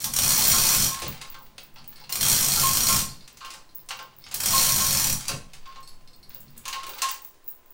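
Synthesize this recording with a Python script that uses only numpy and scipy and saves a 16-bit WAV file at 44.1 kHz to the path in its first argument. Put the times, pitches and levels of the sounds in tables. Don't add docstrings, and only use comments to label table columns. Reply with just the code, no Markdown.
import sys
import numpy as np
from scipy import signal
from scipy.io import wavfile
from scipy.ndimage import uniform_filter1d

SR = 44100
rng = np.random.default_rng(int(sys.argv[2]) if len(sys.argv) > 2 else 0)


def wav_out(sig):
    wavfile.write(sys.argv[1], SR, np.round(np.clip(np.atleast_2d(sig).T, -1, 1) * 32767).astype(np.int16))


N = 340891

# time_s, links_passed (over the wheel, rounded when used), blow_db, grind_db
HAULS = [
    [(0, -1, -30, -33), (.042, -0.5, -17, -35.5), (.1356, 1, -19, -40.5), (.1632, 2.5, -15, -41),
     (.1847, 3, -14, -36), (.2201, 4.5, -15, -33.5), (.3323, 12, -19, -23), (.527, 25, -16, -25),
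     (.6514, 32.5, -16.5, -22.5), (.7273, 38, -18, -22), (.8204, 43, -19.5, -24.5), (.885, 45.5, -22, -32),
     (.97, 47.5, -42, -49), (1.15, 50, -60, -79)],
    [(2.1222, 0, -19.5, -54), (2.155, 1, -17.5, -41), (2.186, 2, -15, -37), (2.2087, 2.5, -15, -30),
     (2.2505, 4.5, -16, -28), (2.4076, 14, -18, -26), (2.5732, 23, -16, -26.5), (2.7707, 33, -17, -28.5),
     (2.867, 36.5, -14.5, -24), (2.9062, 38.5, -16.5, -25.5), (2.9647, 41, -15.5, -26.5),
     (3.0144, 43, -22.5, -39), (3.2, 44.5, -60, -66.5)],
    [(4.3421, 0, -21, -52.5), (4.4012, 1, -19, -36), (4.4322, 2, -18, -38), (4.4839, 4, -18.5, -26.5),
     (4.5454, 7, -18, -21.5), (4.6286, 12.5, -18.5, -21), (4.741, 17.5, -17, -25), (4.906, 26, -19, -24.5),
     (5.0159, 31, -16.5, -29.5), (5.068, 33, -16, -23), (5.126, 35, -20, -47), (5.1794, 36.5, -38, -47),
     (5.25, 36, -60, -51.5)],
]
# centre_hz, width_hz (nominal), level_db
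LOADED_HOIST = [(2497, 280, -10), (3278, 130, -10.5), (4340, 330, -2), (5280, 180, -6), (5790, 260, 1),
                (6647, 96, -4), (7280, 200, -5), (8170, 290, -2.5), (8770, 54, -7.5), (8990, 80, -6),
                (9600, 67, -10.5), (10930, 370, -14), (12860, 300, -10), (13930, 350, -6), (14680, 250, -7)]
# freq_hz, level_db (per Hz)
CRACK_SPECTRUM = [(180, -34.5), (300, -13.5), (412, -13.5), (994, -8.5), (2740, -11.5), (2980, -8),
                  (4230, -9), (4830, -7.5), (5800, -7), (16000, -3)]
SEAT_JITTER_S, SEAT_UNEVEN_DB = .0015, 2

# start_s, main_db, lower_db, upper_db
FRAME_BLOWS = [(0.055, -41.5, -37, -52.5), (.2554, -28.5, -36.5, -30), (.3724, -34, -27, -35),
               (0.4156, -35.5, -34.5, -34.5), (0.5297, -25, -38.5, -21.5), (.6444, -34, -30, -37),
               (.6894, -27.5, -37.5, -32), (.9167, -30, -58, -50), (0.9685, -29, -48.5, -39),
               (1.0214, -42, -38.5, -39.5), (1.1404, -62.5, -44.5, -53.5), (1.215, -36, -61, -56),
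               (1.3443, -48, -45, -38), (1.3961, -59, -45.5, -64.5), (1.7641, -54.5, -49, -51),
               (2.0073, -63, -43, -60), (2.0942, -38.5, -42.5, -42.5), (2.2451, -41.5, -39.5, -29.5),
               (2.3033, -46.5, -32, -33.5), (2.5658, -41, -30.5, -24.5), (2.6315, -15, -51.5, -35),
               (2.6916, -27.5, -37, -38), (2.7652, -30, -37.5, -36.5), (2.8347, -29, -45, -28.5),
               (2.8901, -19.5, -51, -23), (2.943, -47, -43, -30.5), (3.0088, -30, -51, -47),
               (3.4124, -34, -54.5, -35), (3.46, -37.5, -61, -42), (3.538, -48, -44.5, -45),
               (3.9, -37, -35.5, -31), (3.9931, -33.5, -39, -35), (4.4044, -55.5, -38, -52),
               (4.4907, -33, -41, -32.5), (4.5325, -15, -46, -36), (4.5832, -24.5, -55, -40),
               (4.6745, -24.5, -50, -32.5), (4.7969, -21.5, -37.5, -31), (4.945, -33, -49.5, -35.5),
               (5.0369, -35, -34, -36.5), (5.2869, -31.5, -42, -30.5), (5.6605, -36, -56, -47),
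               (5.7588, -35.5, -46, -43.5), (6.6591, -33, -43, -37), (6.731, -33, -42, -41),
               (6.7533, -31, -41, -43.5), (6.8174, -33, -45, -41), (6.8995, -44, -40, -44),
               (6.959, -52, -40, -41), (7.0222, -18, -42, -34), (7.0891, -55, -41.5, -46)]
# pitch_hz, level_db, t60_s
FRAME_MODES = [(520, -10, .12), (775, -7, .2), (850, -4, .24), (870, -4, .2), (960, -7, .15),
               (1050, -10, .08), (1072, 0, .17), (1097, -10, .08), (1205, -6, .12), (1263, -6, .12),
               (1370, -3, .15), (1560, -6, .1)]
# main_db, lower_db, upper_db
LINK_TAPS_DB = [-29, -30, -27]

# centre_hz, width_hz (nominal), level_db
BEAM_MODES = [(27.8, 11, -5), (51.6, 15, -20), (82.6, 20, -3), (109.5, 5, -9), (140, 10.5, 1),
              (194.7, 14, -4), (233.5, 10, -6.5), (269.5, 55, -11.5)]
SWAY_MODES = [(10.3, 4, 3.5), (20, 10, -21.5)]
# start_s, full_s, eased_s, rumble_db, sway_db
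LOADS = [(.0, 0.048, 0.11, -40, -49), (.1, 0.21, 0.86, -35, -44), (1.0, 1.037, 1.096, -37.5, -44),
         (1.55, 1.633, 1.52, -50, -54), (1.75, 1.826, 1.83, -58, -50), (2.125, 2.235, 2.98, -35.5, -41.5),
         (3.02, 3.046, 3.11, -41, -50), (4.336, 4.51, 5.13, -36, -38.5), (5.26, 5.31, 5.36, -37.5, -36),
         (5.998, 6.423, 6.6, -55, -48)]
# time_s, level_db
RUMBLE_REST = [(0, -57.5), (4, -64.5), (6.8, -63), (7.73, -84)]
LOAD_RISE_DB, RUMBLE_FALL_DB_PER_S, SWAY_FALL_DB_PER_S = 18, 138, 13
SURGE_DB = 1.5
TUG_DB_PER_S, TUG_S = 5.5, 0.069

# freq_hz, level_db (per Hz)
AIR_SPECTRUM = [(40, -18.5), (70, 1), (146, -11.5), (334, -0.5), (870, -6.5), (1220, -8.5), (4000, -16.5),
                (9000, -20), (16000, -26.5)]
AIR_DB, WHINE_HZ, WHINE_DB = -62, 1033, -69

# start_s, blow_db, tick_db (relative to the blow)
CLINKS = [(.0189, -30, 6), (.2892, -19, -5), (.3775, -11, -5.5), (0.4785, -9, -5), (.7986, -20, 0),
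          (.9991, -38, 8), (1.0794, -18.5, -19), (1.272, -43, -13), (1.3004, -31, -16),
          (1.3882, -39, -18.5), (1.4232, -35, -20.5), (1.4511, -44, -17.5), (1.6033, -44.5, -6),
          (1.633, -36, -15.5), (1.7414, -43, -13.5), (1.877, -31, -14), (1.8876, -29.5, -25.5),
          (1.9999, -40, -21), (2.1004, -29.5, -2), (2.2697, -24, -1), (2.7511, -24, -7), (3.3273, -47, -16),
          (3.4595, -43, -4), (3.7483, -30, -15), (3.7555, -27, -22.5), (3.8594, -54, 3), (3.9135, -42, -4),
          (3.9699, -40, -13.5), (4.0272, -39, -16), (4.1654, -39.5, -18), (4.1849, -36.5, -19),
          (4.342, -23, 7), (5.0429, -24, -5.5), (5.1267, -21, 8), (5.3048, -41.5, 6), (5.676, -48.5, -21),
          (5.8046, -51, -2), (5.8885, -61, 12), (6.1619, -45, -19), (6.2941, -37, -10), (6.331, -44, -16.5),
          (6.346, -27.5, -16), (6.4044, -33.5, -5), (6.504, -44.5, -11.5), (6.567, -50, 3),
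          (6.5777, -40.5, 10), (6.6792, -40.5, 8), (6.7311, -36, -8.5), (6.8658, -34, 0), (6.8922, -28, -9),
          (6.9431, -32, -16.5), (6.979, -33, -8.5), (7.0194, -34, 2.5), (7.1132, -23, -12.5),
          (7.22, -36, -13), (7.2469, -26.5, -14), (7.443, -42, -15), (7.4634, -38, -22), (7.4781, -20, -30),
          (7.5499, -42, -8.5), (7.6585, -44.5, -19), (7.7059, -39, -16)]
# centre_hz, level_db, t60_s
LINK_MODES = [(15100, -8, .04), (15270, -3, .07), (15350, -4, .09), (15480, 3, .015), (15620, -3, .07),
              (15710, -5, .07)]
# freq_hz, level_db (per Hz)
CLINK_TICK_SPECTRUM = [(3000, -26.0), (8000, -1.0), (15000, -1.5)]
AFTER_CLINK_DB, AFTER_CLINK_S, AFTER_SEAT_DB, AFTER_SEAT_S, REST_DB = -9, .025, -22.5, .03, -69

# start_s, blow_db, treble_db and thud_db (relative to the blow), decay_s
SLAPS = [(1.0186, -27, -1, -10, 0.028), (1.2133, -31, -0.5, -22, 0.014), (1.3428, -38.5, -13, -21, 0.015),
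         (1.5803, -32, -1.5, -16, 0.0075), (1.7596, -42.5, -22.5, -19, 0.024),
         (1.842, -48, 2, -17.5, 0.0083), (2.0934, -32.5, 0, -16.5, 0.022), (3.277, -41, 4.5, -29, 0.01),
         (3.371, -46.5, 7.5, -18.5, 0.015), (3.4065, -40, -15, -27.5, 0.044),
         (3.447, -33, -4.5, -24, 0.0184), (3.5038, -34.5, 1, -24, 0.017), (3.537, -38, 1.5, -22.5, 0.015),
         (3.8878, -35.5, 5.5, -33, 0.018), (3.907, -22.5, -18, -36, 0.01), (3.99, -34, -12, -18.5, 0.019),
         (4.264, -36.5, -23.5, -34, 0.017), (4.3124, -35, 1, -19, 0.034), (5.2755, -38, 5, -29, 0.0116),
         (5.2812, -27, 12, -26, 0.013), (5.2914, -25, -2, -13, 0.012), (5.3144, -30, -9, -7, 0.013),
         (5.5333, -39.5, 0, -22, 0.021), (5.657, -41, -25.5, -23, 0.016), (5.758, -41, -22.5, -28, 0.0147),
         (6.302, -45.5, -18, -19, 0.023), (6.349, -48, -5, -8, 0.015), (6.408, -59.5, 3.5, -8.5, 0.013),
         (6.654, -30.5, 1, -29, 0.0136), (6.6797, -27, 2.5, -32, 0.013), (6.728, -23, -10, -32, 0.016),
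         (6.832, -34.5, 0, -14, 0.013), (6.8681, -37, -0.5, -8.5, 0.013), (6.8935, -34.5, -4, -13, 0.01),
         (6.9485, -41, -9, -20.5, 0.015), (6.986, -33.5, -5, -26, 0.017), (7.0184, -21, 5.5, -37, 0.016),
         (7.034, -24, -23.5, -37, 0.019), (7.0872, -28, 3.5, -40, 0.021), (7.12, -40, 0, -32.5, 0.015),
         (7.2424, -54, -1, -17, 0.021)]
# freq_hz, level_db (per Hz)
BODY_SPECTRUM = [(180, -39), (300, -29), (520, -27.5), (830, -11.5), (1070, -10), (1900, -11.5),
                 (2700, -9.5), (3300, -11), (4500, -10), (7000, -23.5), (16000, -41.5)]
EDGE_SPECTRUM = [(1500, -54), (3000, -7), (6000, 3.5), (9000, 0), (13000, -10), (16000, -5)]
THUD_SPECTRUM = [(120, -36), (250, -5), (520, 3.5), (750, -3), (1200, -41)]
# centre_hz, level_db, t60_s
FLANGE_MODES = [(2260, -6, .05), (2590, 0, .06), (2820, 0, .06), (3500, -4, .05), (4290, -3, .05),
                (4650, -2, .05), (5080, -4, .04), (5900, -4, .04), (6550, -6, .04), (7500, -8, .04)]
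# time_s, level_db, treble_db (relative to level)
DRAG = [
    [(.9, -39, 2), (1.0, -33, -6), (1.05, -34.5, -5), (1.2, -51.5, -11), (1.26, -45.5, -12),
     (1.42, -58.5, -8), (1.72, -63, -14), (2.09, -49.5, -12)],
    [(3.0, -49, 19), (3.04, -53, 21), (3.126, -54, 0), (3.3, -62, -9), (3.53, -64, 8), (3.74, -70, -7),
     (4.02, -68, 2), (4.13, -63, -30), (4.3, -60, 10)],
    [(5.15, -41, 5), (5.26, -42, -1.5), (5.37, -58, 14), (5.53, -65, -10), (5.7, -46.5, -24),
     (5.91, -61.5, -7), (6.26, -77, -13), (6.5, -61, -12), (6.82, -46.5, -14), (7.03, -43.5, 1),
     (7.24, -70.5, 11), (7.5, -77, -3)],
]

# start_s, blow_db, upper_db (upper modes, relative to the blow)
TICKS = [(1.6094, -54.5, -10.5), (1.759, -51.5, -22.5), (1.783, -43, -21), (1.9582, -40, -9),
         (2.01, -46, -26), (2.0385, -39.5, -26), (3.1, -42, -15), (3.2076, -43, -18), (3.242, -50, -14),
         (3.691, -50, -14), (3.7933, -53, -15), (4.2188, -51.5, -15.5), (4.24, -36.5, -18),
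         (5.8285, -44, -5), (5.875, -41.5, -3), (6.075, -44, -13), (6.132, -50.5, -6), (6.2295, -47, -6.5),
         (6.3345, -51.5, -10), (6.4796, -51, -12.5), (6.5783, -59, 7)]
# centre_hz, level_db, t60_s
IDLE_HOIST = [(2180, -14, .06), (2650, -12, .06), (3680, -8, .06), (4230, -1, .07), (4540, -1, .07),
              (4950, -4, .06), (5330, -4, .05), (6650, -3, .12), (7700, -5, .07), (8200, -2, .09),
              (9100, -4, .09), (9490, -4, .09), (11250, -1, .09), (13700, -8, .06)]
# freq_hz, level_db (per Hz)
KNOCK_CLICK_SPECTRUM = [(1500, -15.5), (4300, 0.5), (5500, 1), (7000, -16.0), (15000, -23.0)]
# time_s, level_db
STIR = [
    [(1.1, -62), (1.374, -75), (1.428, -80), (1.656, -78), (1.778, -71), (2.046, -65.5), (2.1, -56)],
    [(3.05, -54), (3.096, -38), (3.222, -66.5), (3.39, -61), (3.514, -48), (3.72, -74.5), (3.9, -75.5)],
    [(4.15, -77), (4.282, -72), (4.33, -57)],
    [(5.5, -63.5), (5.61, -68), (5.748, -76), (5.882, -85), (6.076, -78), (6.158, -76), (6.28, -80),
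     (6.6, -70)],
]

# freq_hz, t60_s
SHOP_DECAY = [(250, 0.43), (1000, 0.37), (4000, 0.3), (9000, 0.29), (15000, 0.19)]
CEILING, BAND_LIMIT_HZ = 0.51, 15850


def gain_of(db):
    return 10 ** (np.asarray(db) / 20)


def evened(x):
    return x / np.sqrt(np.mean(x ** 2) + 1e-20)


def curve(rows, column=1):
    rows = np.array(rows)
    return gain_of(np.interp(np.arange(N) / SR, rows[:, 0], rows[:, column], -150, -150))


def coloured(x, spectrum):
    hz = np.abs(np.fft.fftfreq(4096, 1 / SR))
    f, db = np.transpose(spectrum)
    shape_db = np.interp(np.log(hz + 1), np.log(f + 1), db)
    log_gain = np.log(gain_of(np.maximum(shape_db, -100)))
    taps = np.fft.ifft(np.exp(np.conj(signal.hilbert(log_gain)))).real[:2048]
    return signal.oaconvolve(x, taps / np.linalg.norm(taps))[:N]


def ring(x, hz, t60):
    radius = 10 ** (-3 / (abs(t60) * SR))
    turn = 2 * np.pi * hz / SR
    return signal.lfilter([np.sin(turn)], [1, -2 * radius * np.cos(turn), radius ** 2], x)


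def as_modes(peaks):
    return [(hz, db + 10 * np.log10(width / 100), 2.67 / width) for hz, width, db in peaks]


def split(modes, spread):
    return [(hz * (1 + spread * step), db, t60) for hz, db, t60 in modes for step in (-1, .15, .8)]


def struck(s, size, modes, uneven_db, swell_s=0.00097):
    at = np.clip((np.asarray(s) * SR).astype(int), 0, N - 1)
    share = np.clip(rng.standard_normal((len(at), len(modes))), -2, 2)
    size = np.asarray(size).reshape(len(at), -1) * np.ones(share.shape)
    out = np.zeros(N)
    for k, (hz, db, t60) in enumerate(modes):
        sign = np.sign(share[:, k - 1])
        blows = np.bincount(at, size[:, k] * sign * gain_of(uneven_db * share[:, k]), N)
        swell = 2 * np.log(1000) / (swell_s * SR) * ring(blows, hz, swell_s)
        out += gain_of(db) * ring(swell, hz, t60)
    return out


def touches(per_s, spread_db):
    s = np.flatnonzero(rng.random(N) < per_s / SR) / SR
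    return s, gain_of(spread_db * np.minimum(rng.exponential(1, len(s)), 4))


def bursts(s, size, decay_s):
    t, power = np.arange(4000) / SR, np.zeros(N + 4000)
    attack = np.minimum(t / 0.0013, 1)
    for start, height, decay in zip(s, size, decay_s * np.ones(len(s))):
        power[int(start * SR):][:4000] += height ** 2 * np.exp(-2 * t / max(decay, .001)) * attack
    return np.sqrt(power[:N]) * rng.standard_normal(N)


def fading(s, db, decay_s):
    power = np.bincount((s * SR).astype(int), gain_of(2 * db), N)
    return signal.lfilter([1], [1, -np.exp(-2 / (abs(decay_s) * SR))], power)


def seated():
    hauls = []
    for haul in HAULS:
        s, passed, db, _ = np.transpose(haul)
        passed = np.round(passed)
        link = np.arange(60)
        chance = rng.standard_normal((60, 2))
        chance *= np.minimum(link / 4, 1)[:, None]
        seat_s = np.interp(link, passed, s) + SEAT_JITTER_S * chance[:, 0]
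        seat_db = np.interp(link, passed, db, right=-150) + SEAT_UNEVEN_DB * chance[:, 1]
        hauls.append([seat_s, seat_db])
    return np.hstack(hauls)


def hoist(s, db):
    modes = split(as_modes(LOADED_HOIST), spread=.012)
    bump_s = (s[:, None] + rng.uniform(0, .005, (len(s), 3))).ravel()
    clack = gain_of(-17) * struck(bump_s, np.repeat(gain_of(db), 3), modes, uneven_db=3.5)
    crack = gain_of(-3.5) * coloured(bursts(s, gain_of(db), 0.0094), CRACK_SPECTRUM)
    small_s, small = touches(per_s=900, spread_db=0.5)
    grit = coloured(bursts(small_s, small, 0.0024), CRACK_SPECTRUM)
    grind = evened(struck(small_s, small, modes, uneven_db=6.5)) + gain_of(2.5) * evened(grit)
    grind_level = sum(curve(haul, column=3) for haul in HAULS)
    return clack + crack + gain_of(-7.0) * grind * grind_level


def frame_ring(seats):
    s, *tone_db = np.transpose(FRAME_BLOWS)
    seat_s, seat_db = seats
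    hz = np.array(FRAME_MODES)[:, 0]
    group = np.where(hz < 1000, 1, np.where(hz > 1150, 2, 0))
    blow_db = np.array(tone_db)[group].T
    tap_db = seat_db[:, None] + np.array(LINK_TAPS_DB)[group]
    uneven_db = np.r_[1.5 * np.ones(len(s)), 5 * np.ones(len(seat_s))]
    size = gain_of(np.vstack([blow_db, tap_db]))
    return gain_of(-5.5) * struck(np.r_[s, seat_s], size, FRAME_MODES, uneven_db, swell_s=0.03)


def load(column, fall_db_per_s):
    t, power = np.arange(0, N / SR + .01, .005), 0
    for row in LOADS:
        start, full, eased = row[:3]
        rise = LOAD_RISE_DB * np.maximum(full - t, 0) / max(full - start, .01)
        tug = TUG_DB_PER_S * (eased - full) * np.exp(-((t - eased) / TUG_S) ** 2)
        fall = fall_db_per_s * np.maximum(t - eased, 0)
        power = power + gain_of(2 * (row[column] - rise + tug - fall))
    return np.interp(np.arange(N) / SR, t, np.sqrt(power))


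def resonant_noise(peaks):
    return evened(sum(gain_of(db) * evened(ring(rng.standard_normal(N), hz, 2.8 / width))
                      for hz, width, db in peaks))


def beam():
    rumble, sway = resonant_noise(BEAM_MODES), resonant_noise(SWAY_MODES)
    surge = gain_of(SURGE_DB * evened(uniform_filter1d(rng.standard_normal(N), size=3000)))
    loaded = surge * load(column=3, fall_db_per_s=RUMBLE_FALL_DB_PER_S)
    rumble_level = np.hypot(loaded, curve(RUMBLE_REST))
    return rumble * rumble_level + sway * load(column=4, fall_db_per_s=SWAY_FALL_DB_PER_S)


def air():
    whine = gain_of(WHINE_DB) * np.sin(2 * np.pi * WHINE_HZ * np.arange(N) / SR)
    return gain_of(AIR_DB) * coloured(rng.standard_normal(N), AIR_SPECTRUM) + whine


def links(seats):
    s, db, tick_db = np.transpose(CLINKS)
    seat_s, seat_db = seats
    modes = split(LINK_MODES, spread=.004)
    tick = coloured(bursts(s, gain_of(db + tick_db), 0.0036), CLINK_TICK_SPECTRUM)
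    ping = ring(bursts(s, gain_of(db), 0.0022), 15500, .008)
    small_s, small = touches(per_s=540, spread_db=-0.5)
    jingle = evened(struck(small_s, small, modes, uneven_db=7))
    after_clink = fading(s, db + AFTER_CLINK_DB, AFTER_CLINK_S)
    after_seat = fading(seat_s, seat_db + AFTER_SEAT_DB, AFTER_SEAT_S)
    jingle *= np.sqrt(after_clink + after_seat + gain_of(2 * REST_DB))
    clink = struck(s, gain_of(db), modes, uneven_db=4.5, swell_s=0.0074)
    return gain_of(-21) * clink + gain_of(-11) * ping + gain_of(-1.5) * tick + gain_of(-5) * jingle


def body_and_treble(make):
    return coloured(make(0), BODY_SPECTRUM) + gain_of(1.5) * coloured(make(1), EDGE_SPECTRUM)


def chain_on_frame():
    s, db, treble_db, thud_db, decay = np.transpose(SLAPS)

    def slap_noise(high):
        return bursts(s, gain_of(db + high * treble_db), decay * (1 - 0.38 * high))

    slaps = body_and_treble(slap_noise)
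    slaps += gain_of(1.5) * coloured(bursts(s, gain_of(db + thud_db), 2 * decay), THUD_SPECTRUM)
    slaps += gain_of(-13.5) * struck(s, gain_of(db), split(FLANGE_MODES, spread=0.016), uneven_db=3.5)
    small_s, small = touches(per_s=270, spread_db=5.0)
    patter = [evened(bursts(small_s, small, 0.005)) for _ in range(2)]

    def drag_noise(high):
        return patter[high] * sum(curve(rows) * curve(rows, column=2) ** high for rows in DRAG)

    return gain_of(-6) * slaps + gain_of(-7.5) * body_and_treble(drag_noise)


def idle_ticks():
    s, db, upper_db = np.transpose(TICKS)
    modes = split(IDLE_HOIST, spread=0.02)
    upper = np.array(modes)[:, 0] > 6000
    knocks = struck(s, gain_of(db[:, None] + np.outer(upper_db, upper)), modes, uneven_db=7.0)
    click = coloured(bursts(s, gain_of(db), 0.0046), KNOCK_CLICK_SPECTRUM)
    small_s, small = touches(per_s=100, spread_db=4.0)
    stir_size = np.outer(small, np.where(upper, .1, 1))
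    stir = evened(struck(small_s, stir_size, modes, uneven_db=0.5)) * sum(curve(rows) for rows in STIR)
    return gain_of(-17.5) * knocks + gain_of(-6.5) * click + gain_of(-10.5) * stir


def tail():
    taps, at = np.zeros(SR // 2), np.arange(200, SR // 2 - 20, 20)
    taps[at + rng.integers(0, 20, len(at))] = rng.choice([-1., 1.], len(at))
    hz, t, bands = signal.stft(taps, SR, nperseg=256)
    f, t60 = np.transpose(SHOP_DECAY)
    band_t60 = np.interp(np.log(hz + 1), np.log(f), t60)[:, None]
    out = signal.istft(bands * gain_of(-60 * t / band_t60), SR, nperseg=256)[1]
    return out / np.linalg.norm(out)


def shop(x):
    turn = 2 * np.pi * 3 * np.arange(N) / SR
    wet = np.zeros(N)
    for k in range(3):
        share = np.sqrt((1 + np.cos(turn + k * 2 * np.pi / 3)) / 3)
        wet += signal.fftconvolve(x * share, tail())[:N]
    return wet


def scene():
    seats = seated()
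    far = hoist(*seats) + idle_ticks()
    near = frame_ring(seats) + links(seats) + chain_on_frame()
    wet = shop(far + gain_of(-1.5) * near)
    return (far + near + wet + beam() + air())[None]


def record(dry):
    soft = CEILING * np.tanh(dry / CEILING)
    lowpass = signal.firwin(511, BAND_LIMIT_HZ, window=("kaiser", 9), fs=SR)
    return signal.oaconvolve(soft, lowpass[None], "same")


dry = scene()
out = record(dry)
wav_out(out)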